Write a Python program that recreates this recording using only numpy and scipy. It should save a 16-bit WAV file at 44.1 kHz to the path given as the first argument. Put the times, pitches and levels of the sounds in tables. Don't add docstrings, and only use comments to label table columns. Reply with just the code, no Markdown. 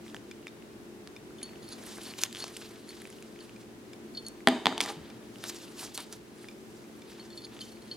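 import sys
import numpy as np
from scipy import signal
from scipy.fft import rfft, irfft
from scipy.io import wavfile
from scipy.ndimage import uniform_filter1d

SR = 44100
rng = np.random.default_rng(int(sys.argv[2]) if len(sys.argv) > 2 else 0)


def nominal_scale(level):
    x = np.asarray(level, float) / 20
    return 10 ** x


def generate_wav(signal):
    frames = np.transpose(np.atleast_2d(signal))
    scaled = np.clip(frames, -1, 1) * 32767
    pcm = np.round(scaled).astype(np.int16)
    wavfile.write(sys.argv[1], SR, pcm)


N = 351036
DECAY = np.log(1000)
ONSET_S = 0.0008


def level(x, db):
    return x * nominal_scale(db) / np.sqrt(np.mean(x ** 2))


def band(x, lo_hz, hi_hz):
    sos = signal.butter(2, [lo_hz, min(hi_hz, 0.45 * SR)], "band", fs=SR, output="sos")
    return signal.sosfilt(sos, x)


def walk(rate_hz):
    hold = int(SR / rate_hz)
    steps = np.repeat(rng.standard_normal(N // hold + 1), hold)
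    return 1.729 * uniform_filter1d(uniform_filter1d(steps, hold), hold)[:N]


def ring(hz, t60_s, length_s):
    t = np.arange(int(length_s * SR)) / SR
    return np.sin(2 * np.pi * hz * t) * np.exp(-DECAY * t / max(t60_s, 0.001))


def add(out, start_s, x):
    i = int((start_s + ONSET_S) * SR)
    out[i:i + len(x)] += x[:N - i]


def strokes(rows, lean):
    fade_db = 15
    t, power = np.arange(0, N + 64, 64) / SR, 0
    for peak_s, rise_s, fall_s, db, colour_db in rows:
        away = np.where(t < peak_s, (peak_s - t) / rise_s, (t - peak_s) / fall_s)
        power = power + nominal_scale(db + lean * colour_db - fade_db * away) ** 2
    return np.interp(np.arange(N) / SR, t, np.sqrt(power))


# pitch_hz [Hz], level_db [dB]
MOTOR_TONES = [(118.4, -67), (220.7, -61.5), (296.1, -62), (344.5, -56.5), (382.2, -62.5), (430.7, -62),
               (532.9, -75.5)]
# freq_hz [Hz], density_db [dB per Hz]
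AIR_COLOUR = [(24, -57), (40, -10.5), (91, -14), (106, -10.5), (180, -9), (209, -0.5), (262, -5),
              (345, -4.5), (556, -14.5), (1270, -23.5), (1370, -23), (1760, -24), (4340, -31), (10400, -36),
              (16000, -42.5)]
# freq_hz [Hz], likeness [0-1]
PORT_LIKENESS = [(60, 0.12), (130, 0.3), (290, 0.77), (640, 0.03), (1410, 0), (3100, 0), (6820, 0),
                 (15000, 0)]


def hum():
    t = np.arange(N) / SR
    tones = 0
    for pitch_hz, db in MOTOR_TONES:
        swell = nominal_scale(db + 3.0 + 1.687 * walk(9))
        tones = tones + swell * np.sin(2 * np.pi * pitch_hz * t + 0.783 * walk(4))
    log_hz = np.log(np.maximum(np.fft.rfftfreq(N, 1 / SR), 1))
    air_hz, air_db = np.transpose(AIR_COLOUR)
    like_hz, likeness = np.transpose(PORT_LIKENESS)
    colour = nominal_scale(np.interp(log_hz, np.log(air_hz), air_db))
    like = np.clip(np.interp(log_hz, np.log(like_hz), likeness), 0, 1) ** 0.5
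    mid = irfft(rfft(rng.standard_normal(N)) * colour, N)
    side = irfft(rfft(rng.standard_normal(N)) * colour * np.sqrt((1 - like) / (1 + like)), N)
    air = level(np.array([mid + side, mid - side]), -50) * nominal_scale(0.5 * walk(2.862))
    return (air + tones) * nominal_scale(np.array([[0.4], [-0.4]]))


# peak_s [s], rise_s [s], fall_s [s], level_db [dB],
# brightness_db [dB]
GLOVE_RUBS = [(.085, 0.16, 0.052, -61, -1.5), (.16, 0.039, 0.065, -67.5, 7),
              (.474, .03, 0.107, -77.5, -9), (1.427, 0.047, 0.18, -63, -3.5),
              (1.731, 0.08, 0.079, -55.5, 1), (1.891, 0.157, 0.264, -48.5, 0.5),
              (2.085, 0.158, 0.078, -46.5, -0.5), (2.187, 0.0137, 0.035, -43, 2),
              (2.217, 0.0136, 0.0426, -40, 7.5), (2.258, 0.048, 0.0256, -45, -2),
              (2.41, 0.158, 0.205, -47.5, 1.2), (2.502, 0.016, 0.0295, -59, 11),
              (2.574, 0.101, 0.276, -52, 0), (2.898, 0.055, 0.408, -55, 1),
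              (3.417, 0.032, 0.105, -60.5, -3.5), (3.602, 0.047, 0.053, -60.5, 0),
              (4.171, .035, 0.052, -69.5, 10), (4.28, 0.032, 0.0225, -66, 16.5),
              (4.825, 0.0186, 0.0805, -40, -2.5), (4.884, 0.039, 0.096, -50, -8.5),
               (4.925, 0.079, 0.0153, -53, 4), (5.05, 0.118, 0.234, -68.5, -17.5),
               (5.444, 0.0176, 0.046, -43.5, -3), (5.5, 0.061, 0.0142, -40.5, 4),
               (5.55, 0.176, 0.283, -51, 1), (5.795, 0.0236, 0.08, -44, 3.5),
               (5.832, 0.062, 0.0625, -42.5, 2.5), (5.948, 0.0068, 0.057, -44.5, 6.5),
               (5.983, 0.033, 0.087, -46, -2), (6.133, 0.0236, 0.0363, -47, 2.5),
               (6.432, 0.089, 0.039, -56, -1.5), (6.5, 0.085, 0.047, -64.5, 6.5),
               (6.67, 0.196, 0.66, -70, 10), (7.129, 0.089, 0.258, -56.5, -2.5),
               (7.378, 0.075, 0.044, -57, 1), (7.555, 0.064, 0.1, -58.5, -4),
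               (7.61, 0.014, 0.148, -54.5, 5), (7.912, 0.2, .04, -63.5, -4.5)]
# low_hz [Hz], high_hz [Hz], level_db [dB], brightness_share [ratio]
RUBBER_BANDS = [(545, 2060, -6, -0.987), (2538, 4780, -2.5, -0.49), (4306, 7660, -4, 0.64),
                (7680, 11200, -5.5, 0.526), (11100, 14330, -14.5, 1.13)]


def gloves():
    snap_gain, snaps_per_s, resting_db = 2, 600, -73
    snaps = rng.random(N) < snaps_per_s / SR
    slips = nominal_scale(1.18 * walk(150)) * (1 + snap_gain * snaps)
    out = 0
    for low_hz, high_hz, db, lean in RUBBER_BANDS:
        grains = rng.standard_normal(N) * nominal_scale(1.73 * rng.exponential(size=N))
        grains = grains * slips * nominal_scale(2.0 * walk(60))
        pressure = strokes(GLOVE_RUBS, lean) + nominal_scale(resting_db)
        out = out + pressure * level(band(grains, low_hz, high_hz), db)
    return out


# pitch_hz [Hz], level_db [dB], t60_s [s]
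FRAME_MODES = [(2374, -2, 0.0256), (3540, -5, 0.0227), (5190, -5, 0.017)]
# start_s [s], level_db [dB peak]
FRAME_TOUCHES = [(0.312, -31), (0.479, -38), (1.163, -36.5), (2.7576, -37.5), (3.561, -41), (3.9325, -33),
                 (5.1006, -39), (6.4849, -33), (6.5111, -42.5), (7.0189, -36.5)]
# start_s [s], level_db [dB
# peak], pitch_hz [Hz]
DULL_CONTACTS = [(0.064, -42, 2080), (0.0802, -36, 3500), (0.0987, -39, 3510), (0.127, -45.5, 2700),
                 (0.145, -30, 3350), (0.165, -31, 2940), (0.427, -45, 3000), (0.4689, -26, 2460),
                 (0.623, -40.5, 2700), (1.0735, -41.5, 1820), (1.3066, -43, 1400), (1.417, -38, 2400),
                 (1.4913, -40.5, 2580), (1.533, -43, 2000), (1.557, -39.5, 3060), (1.87, -38.5, 1890),
                 (1.971, -38, 2100), (2.117, -37.5, 2100), (2.137, -30.5, 2900), (2.185, -31.5, 6500),
                 (2.2002, -38.5, 2800), (2.2149, -30.5, 6800), (2.228, -33, 5100), (2.238, -20.5, 6500),
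                 (2.253, -31, 3170), (2.262, -32, 3900), (2.3483, -26.5, 3530), (2.3575, -27, 3300),
                 (2.369, -28.5, 3304), (2.378, -39, 2200), (2.441, -34.5, 2390), (2.615, -38.5, 2610),
                 (2.648, -43.5, 3000), (2.6808, -44, 3500), (2.884, -42.5, 2000), (2.9056, -39.5, 2200),
                 (2.93, -41, 2300), (2.968, -39, 4300), (3.053, -32.5, 2470), (3.185, -41.5, 3000),
                 (3.2237, -39, 2500), (3.3598, -39.5, 2300), (3.3895, -38.5, 3100), (3.494, -39, 2900),
                 (3.63, -46.5, 2770), (4.405, -39, 2200), (4.8046, -8, 2215), (5.3576, -35.5, 3090),
                 (5.679, -42.5, 3000), (5.876, -39.5, 2800), (6.443, -37.5, 1970), (6.8409, -47.5, 2500),
                 (7.194, -42, 2200), (7.2275, -45, 2994), (7.468, -43, 2300), (7.566, -38.5, 3300),
                 (7.5907, -34.5, 3400), (7.7708, -43.5, 2400)]
# start_s [s], level_db [dB peak], pitch_hz [Hz], edge_db [dB]
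SHARP_CONTACTS = [(1.0736, -30.5, 4660, -13.5), (1.4137, -41.5, 3900, -9.5), (1.428, -33.5, 4100, 1.5),
                  (1.689, -35.5, 5500, -1.5), (1.8373, -38, 1700, 1), (1.864, -31.5, 11000, 0.5),
                  (1.979, -32.5, 9800, -8), (2.015, -38.5, 3550, -6), (2.033, -34, 9600, -1.5),
                  (2.109, -33, 10600, -9), (2.2352, -6, 6290, -5.5), (2.236, -17.5, 7870, -21),
                  (2.3105, -39.5, 3080, -1.5), (2.327, -29.5, 4400, 3.5), (2.4798, -38, 2300, 1),
                  (2.5657, -27, 3170, -3.5), (2.569, -28, 5200, -3), (2.8774, -46.5, 9000, 0),
                  (2.9053, -40.5, 8100, -8), (3.0184, -36, 2110, -2), (3.043, -40, 10500, -7.5),
                  (3.073, -42.5, 2000, 3), (3.1015, -44, 2050, 10), (3.126, -41, 3200, -1),
                  (3.225, -36.5, 7160, -6.5), (4.284, -45.5, 4330, 14.5), (4.4715, -21.5, 8600, 0.5),
                  (4.485, -19.5, 6800, 0), (4.6564, -27, 9500, -1), (4.779, -25, 6000, -5),
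                  (4.8044, -17, 3540, -21.5), (4.8046, -20, 11650, -5), (4.8113, -12, 8160, -17.5),
                  (4.8374, -23.5, 5500, -9.5), (4.86, -23, 8800, -6), (4.8875, -31.5, 5200, -7),
                  (4.8943, -34.5, 8700, -14), (4.914, -39, 8460, -6), (5.384, -40.5, 5057, -3),
                  (5.4387, -28.5, 1497, -1), (5.439, -23.5, 3700, -7), (5.546, -39, 4000, 4),
                  (5.5861, -42.5, 4500, -1.5), (5.722, -40, 9000, -6), (5.798, -39, 9500, -6.5),
                  (5.976, -21.5, 4070, -0.1), (6.0036, -34, 4400, 1.5), (6.1257, -29, 5670, 1),
                  (6.9931, -47, 7440, -2), (7.119, -44, 5500, -1)]
# start_s [s], level_db [dB peak], pitch_hz [Hz], thud_db [dB]
HEAVY_CONTACTS = [(0.145, -28.5, 1760, -5.5), (1.9835, -37.5, 1520, 1), (2.19, -28, 6480, -4.5),
                  (2.2245, -36.5, 1740, -4.5), (2.235, -30, 1806, -11.5), (2.4404, -21.5, 5300, -2.5),
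                  (2.466, -40, 1300, -3.5), (4.725, -30, 1336, 5.5), (4.8523, -31, 2200, -5),
                  (4.8604, -28, 1900, -2), (4.8775, -31.5, 1360, -4.5), (4.8874, -33, 1950, -6.5),
                  (4.9005, -35.5, 1800, 4), (5.829, -40, 1000, -2), (5.98, -34, 1070, -6.5),
                  (5.99, -41.5, 950, -3)]


def ticks():
    light_thud_db, dull_edge_db, heavy_edge_db = -45, -39.5, -31
    rows = [(s, db, 0, light_thud_db, dull_edge_db) for s, db in FRAME_TOUCHES]
    rows += [(s, db, hz, light_thud_db, dull_edge_db) for s, db, hz in DULL_CONTACTS]
    rows += [(s, db, hz, light_thud_db, edge_db) for s, db, hz, edge_db in SHARP_CONTACTS]
    rows += [(s, db, hz, thud_db, heavy_edge_db) for s, db, hz, thud_db in HEAVY_CONTACTS]
    out, t = np.zeros(N), np.arange(1764) / SR
    impact = t == 0
    thud = ring(967, 0.00297, 0.04)
    for start_s, db, pitch_hz, thud_db, edge_db in rows:
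        noise = rng.standard_normal(len(t))
        rattle = 0.421 * noise * np.exp(-DECAY * t / 0.0183)
        spray = band(rattle + 4.12 * impact, 1160, 7360)
        if pitch_hz:
            body = 1.069 * ring(pitch_hz, 13 / pitch_hz, 0.04) + 0.433 * spray
        else:
            frame = 0
            for (hz, mode_db, t60_s), spot in zip(FRAME_MODES, noise):
                frame = frame + nominal_scale(mode_db + 3.75 * spot) * ring(hz * (1 + 0.0126 * spot), t60_s, 0.04)
            body = 0.563 * frame * np.minimum(t / 0.0019, 1) + 0.84 * spray
        edge = band(1.35 * noise * np.exp(-DECAY * t / 0.003) + impact, 7550, 10800)
        edge = edge * min(nominal_scale(0.69 * (db + edge_db + 55)), 1)
        add(out, start_s, nominal_scale(db) * (body + nominal_scale(thud_db + 5) * thud + nominal_scale(edge_db + 6.0) * edge))
    return band(out, 388, 13400)


# pitch_hz [Hz], level_db [dB], ring_share [share of the ring time]
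LEVER_MODES = [(4356, 0.18, 1.01), (4420, -14, 4.9), (4670, -10, 0.314), (5123, -19.5, 0.45),
               (3105.5, 5, 1.03), (3510, 2, 1.64), (6572, 0.5, 0.503), (9800, 7, 0.37), (7160, -0.5, 0.43),
               (10600, 2, 0.36)]
LEVER_MODE_GROUPS = [0, 3, 0, 0, 1, 2, 3, 3, 4, 4]
# start_s [s], level_db [dB peak], lowest_db [dB], upper_db [dB]
LOOSE_LEVER_TAPS = [(1.3831, -70, -9, 9.5), (1.429, -39.5, -15, 4), (1.452, -57.5, -25, -0.5),
                    (1.49, -63, -25, -6), (1.53, -64.5, -25.5, -6.5), (1.6403, -64, -5, 6),
                    (1.679, -50, -20.5, -13), (2.072, -52, -21.5, -19.5), (2.0994, -43, -21.5, -19),
                    (2.465, -50, -18.5, -24), (3.405, -50, -10.5, -10), (4.173, -31, -21.5, -33),
                    (4.2235, -53.5, -14.5, -14.5), (4.264, -40, -18, -7.5), (5.952, -44, -19, -25),
                    (7.196, -46, -16.5, -17.5), (7.212, -54.5, -21, -32), (7.607, -39.5, -21.5, -16.5),
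                    (7.614, -40, -8, -8.5), (7.6797, -54.5, -18.5, -18), (7.7167, -56, -18.5, -21.5),
                    (7.757, -57, -22.5, -26.5), (7.819, -52, -19, -15), (7.876, -54.5, -16.5, -17.5),
                    (7.9124, -38, -13, -25.5), (7.945, -58, -7, -22)]
# start_s [s], level_db [dB peak], lowest_db [dB], upper_db [dB]
SEATED_LEVER_TAPS = [(1.3825, -65, 10.5, -14.5), (2.0597, -44.5, -15.5, -11), (2.386, -46.5, -11, -17),
                     (2.4, -43, -10, -8), (2.4217, -37.5, -21.5, -16), (2.889, -43, -17, -4.5),
                     (4.148, -40, -25, -25), (4.1704, -37, -14.5, -28.5), (4.2475, -52, -22.5, -14.5),
                     (7.302, -50.5, -10.5, -7), (7.327, -46, -40.5, -21), (7.374, -39, -15.5, -10.5),
                     (7.4175, -49, -15, -11), (7.438, -50.5, -9, -14.5), (7.652, -56, -17.5, -13.5)]
# peak_s [s], rise_s [s], fall_s [s], main_db [dB], high_db [dB]
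LEVER_SLIDES = [
    (1.742, 0.095, 0.0253, -45.5, -9),
    (2.068, 0.028, 0.044, -57.5, -19.5),
    (2.405, 0.031, 0.039, -45, -13.5),
    (3.408, 0.0117, 0.0137, -52.5, -17.5),
    (4.176, 0.039, .02, -53, -6),
    (7.45, 0.044, 0.0264, -46, -16),
    (7.615, 0.0174, 0.034, -45.5, -18),
    (7.917, 0.026, 0.038, -48, -19),
]


def lever():
    ring_s = 0.0709
    other_low_db, other_up_db = -8.5, -14.5
    taps = [(s, db, [0, low, low + other_low_db, up, up + other_up_db])
            for s, db, low, up in LOOSE_LEVER_TAPS]
    taps += [(s, db, [0, low + other_low_db, low, up + other_up_db, up])
             for s, db, low, up in SEATED_LEVER_TAPS]
    out = np.zeros(N)
    for start_s, db, group_db in taps:
        tap = 0
        spots = rng.standard_normal(len(LEVER_MODES))
        for (hz, mode_db, share), group, spot in zip(LEVER_MODES, LEVER_MODE_GROUPS, spots):
            mode = ring(hz * (1 + 0.00105 * spot), ring_s * share, 0.3)
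            tap = tap + nominal_scale(mode_db + 2.46 * spot + group_db[group]) * mode
        add(out, start_s, nominal_scale(db + 3.0) * tap * np.minimum(np.arange(len(tap)) / 30, 1))
    grit = rng.standard_normal(N) * nominal_scale(4.0 * walk(120))
    main = level(band(grit, 4080, 4820), -3.5) + level(band(grit, 3440, 3540), -14.5)
    high = level(band(grit, 9750, 9950), 0.51) + level(band(grit, 6520, 6680), -1.16)
    return out + strokes(LEVER_SLIDES, 0) * main + strokes(LEVER_SLIDES, 0.88) * high


# start_s [s], level_db [dB peak], board_db [dB], thud_db [dB], lower_db [dB]
TABLE_KNOCKS = [
    (4.4722, -11, -8, -6.5, -2),
    (4.4842, -19.5, -24.5, -13.5, -6),
    (4.6564, -14.5, -13.5, -8, -10),
    (4.6674, -13.5, -17, 0, -9),
    (4.778, -26, -12, -6.5, -25),
    (4.8043, -16.5, -33, -26.5, -9.5),
    (4.811, -27.5, -13, -15, -13),
    (4.815, -27.5, -29, -4, -15.5),
]
# pitch_hz [Hz], level_db [dB], t60_s [s]
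PART_MODES = [(873, 4, 0.0123), (1420, 4.5, 0.0047), (1936, 8.5, 0.00892), (2310, -2.5, 0.0064),
              (3420, 2.5, 0.01043), (4826, -6.5, 0.0071), (6540, 4.5, 0.0144), (7904, 7.5, 0.013),
              (11000, 2.5, 0.0058), (13400, -3, 0.0043)]
PART_MODE_GROUPS = [1, 2, 2, 0, 0, 0, 3, 3, 3, 3]
# pitch_hz [Hz], level_db [dB], t60_s [s]
NEAR_BOARD_MODES = [(183, -25, 0.187), (230, -24, 0.04), (255.9, 0.5, 0.188), (334, -4.5, 0.084),
                    (411.8, -1.5, 0.108), (484, 0, 0.031), (657.6, 3, 0.091), (800.5, 1, 0.092),
                    (987, -15.5, 0.09)]
# pitch_hz [Hz], level_db [dB], t60_s [s]
FAR_BOARD_MODES = [(215, -7, 0.135), (272, 2, 0.083), (436.1, -2, 0.185), (550, -11, .08),
                   (716, 0.5, 0.076), (808, -10.5, .14), (881, -7.5, 0.118), (982, -7.5, 0.084)]


def knocks():
    bounced_s = 4.6
    detune = 0.015
    out, wall_blow = np.zeros(N), np.zeros(N)
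    for start_s, db, board_db, thud_db, lower_db in TABLE_KNOCKS:
        group_db = [0, thud_db, lower_db, -6.5 + 1.4 * db]
        crack, blunt, boom, sign = 0, 0, 0, 1
        for (hz, mode_db, t60_s), group in zip(PART_MODES, PART_MODE_GROUPS):
            gain = nominal_scale(db + mode_db + group_db[group])
            struck_hz = hz * (1 + detune * rng.standard_normal())
            crack = crack + sign * gain * ring(struck_hz, t60_s * 0.95, 0.3)
            blunt = blunt + gain * ring(struck_hz, t60_s * 0.099, 0.3)
            sign = -sign
        for hz, mode_db, t60_s in NEAR_BOARD_MODES if start_s < bounced_s else FAR_BOARD_MODES:
            boom = boom + nominal_scale(db + board_db + mode_db + rng.standard_normal()) * ring(hz, t60_s, 0.3)
        crack = crack * np.minimum(np.arange(len(crack)) / 8, 1)
        add(out, start_s, nominal_scale(2.5) * crack + nominal_scale(-2.5) * boom)
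        add(out, start_s + 0.000704, nominal_scale(-8.0) * crack)
        add(wall_blow, start_s, nominal_scale(4) * blunt + nominal_scale(-11.5) * boom)
    return signal.sosfilt(signal.butter(4, 175, "high", fs=SR, output="sos"), [out, wall_blow])


# peak_s [s], rise_s [s], fall_s [s], level_db [dB], unused_db [dB]
SKID_STROKE = [
    (4.89, 0.088, 0.058, -44.5, 0),
]
# pitch_hz [Hz], width_hz [Hz], level_db [dB]
SKID_BANDS = [(234, 28, 0.5), (453.8, 56, -0.5), (822, 38, 3.5), (903, 92, -2.5), (1183, 51, -4.5)]


def skid():
    grit = rng.standard_normal(N) * nominal_scale(4.05 * walk(110))
    scrape = sum(level(band(grit, hz - width_hz / 2, hz + width_hz / 2), db)
                 for hz, width_hz, db in SKID_BANDS)
    return strokes(SKID_STROKE, 0) * scrape


# start_s [s], level_db [dB peak], pitch_hz [Hz]
WRIST_BUMPS = [
    (4.965, -37, 160),
    (5.0, -45.5, 75),
    (5.072, -56, 160),
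]


def bumps():
    t60_s, attack_s = 0.163, 0.011
    out = np.zeros(N)
    for start_s, db, pitch_hz in WRIST_BUMPS:
        thump = ring(pitch_hz, t60_s, 0.3)
        add(out, start_s, nominal_scale(db) * thump * np.minimum(np.arange(len(thump)) / (attack_s * SR), 1))
    return out


# centre_hz [Hz], level_db [dB], t60_s [s]
ROOM_BANDS = [(315, -18, 0.594), (863, -19.5, 0.514), (2030, -24, 0.535), (3634, -24.5, 0.426),
              (6560, -29.5, 0.503), (10740, -34.5, 0.303)]
# centre_hz [Hz], level_db [dB], t60_s
# [s]
LINGERING_BANDS = [(1039, -29.5, 0.232), (1716, -32.5, 0.35), (2167, -30, 0.38), (3056, -24, 0.547),
                   (3672, -24, 0.647), (4320, -29, .4), (4686, -24.5, 0.53), (6550, -30, 0.47)]


def room(x):
    wall_gap_s = 0.0015
    half_width = 0.0405
    t = np.arange(int(0.7 * SR)) / SR
    shared, own = rng.standard_normal(len(t)), rng.standard_normal((2, len(t)))
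    tail = 0
    for hz, db, t60_s in ROOM_BANDS:
        echoes = shared + min(0.049 + hz / 5000, 1) * own
        tail = tail + nominal_scale(db) * np.exp(-DECAY * t / t60_s) * band(echoes, hz / 1.522, hz * 1.373)
    echoes = shared[::-1] + 0.366 * own[:, ::-1]
    for hz, db, t60_s in LINGERING_BANDS:
        narrow = band(echoes, hz * (1 - half_width), hz * (1 + half_width))
        tail = tail + nominal_scale(db) * np.exp(-DECAY * t / t60_s) * narrow
    tail = tail * np.clip((t - wall_gap_s) / 0.003, 0, 1) * nominal_scale(-13.0)
    return signal.fftconvolve(x[None], tail, axes=1)[:, :N]


def ports(x, lag_samples, case_share):
    delay = np.exp(-2j * np.pi * np.fft.rfftfreq(N))
    shading = 1 - case_share + case_share * delay ** 2
    left = irfft(rfft(x) * delay ** lag_samples * shading, N)
    return np.array([left * nominal_scale(1.0), x * nominal_scale(-0.4)])


def scene():
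    background = hum()
    held = gloves() + ticks() + lever() + bumps()
    table, wall_blow = knocks()
    near = ports(held, lag_samples=0.707, case_share=0.2175)
    near = near + ports(table, lag_samples=0.4, case_share=0.161)
    return near + room(wall_blow + nominal_scale(-11) * held) + background + skid()


def roll_off(x):
    return signal.sosfilt(signal.butter(12, 16990, fs=SR, output="sos"), x)


def record(dry):
    cut = signal.sosfilt(signal.butter(2, 55, "high", fs=SR, output="sos"), dry)
    cut = signal.sosfilt(signal.ellip(8, 0.2, 60, 15950, fs=SR, output="sos"), cut)
    return roll_off(np.clip(cut, -1, 1))


dry = scene()
out = record(dry)
generate_wav(out)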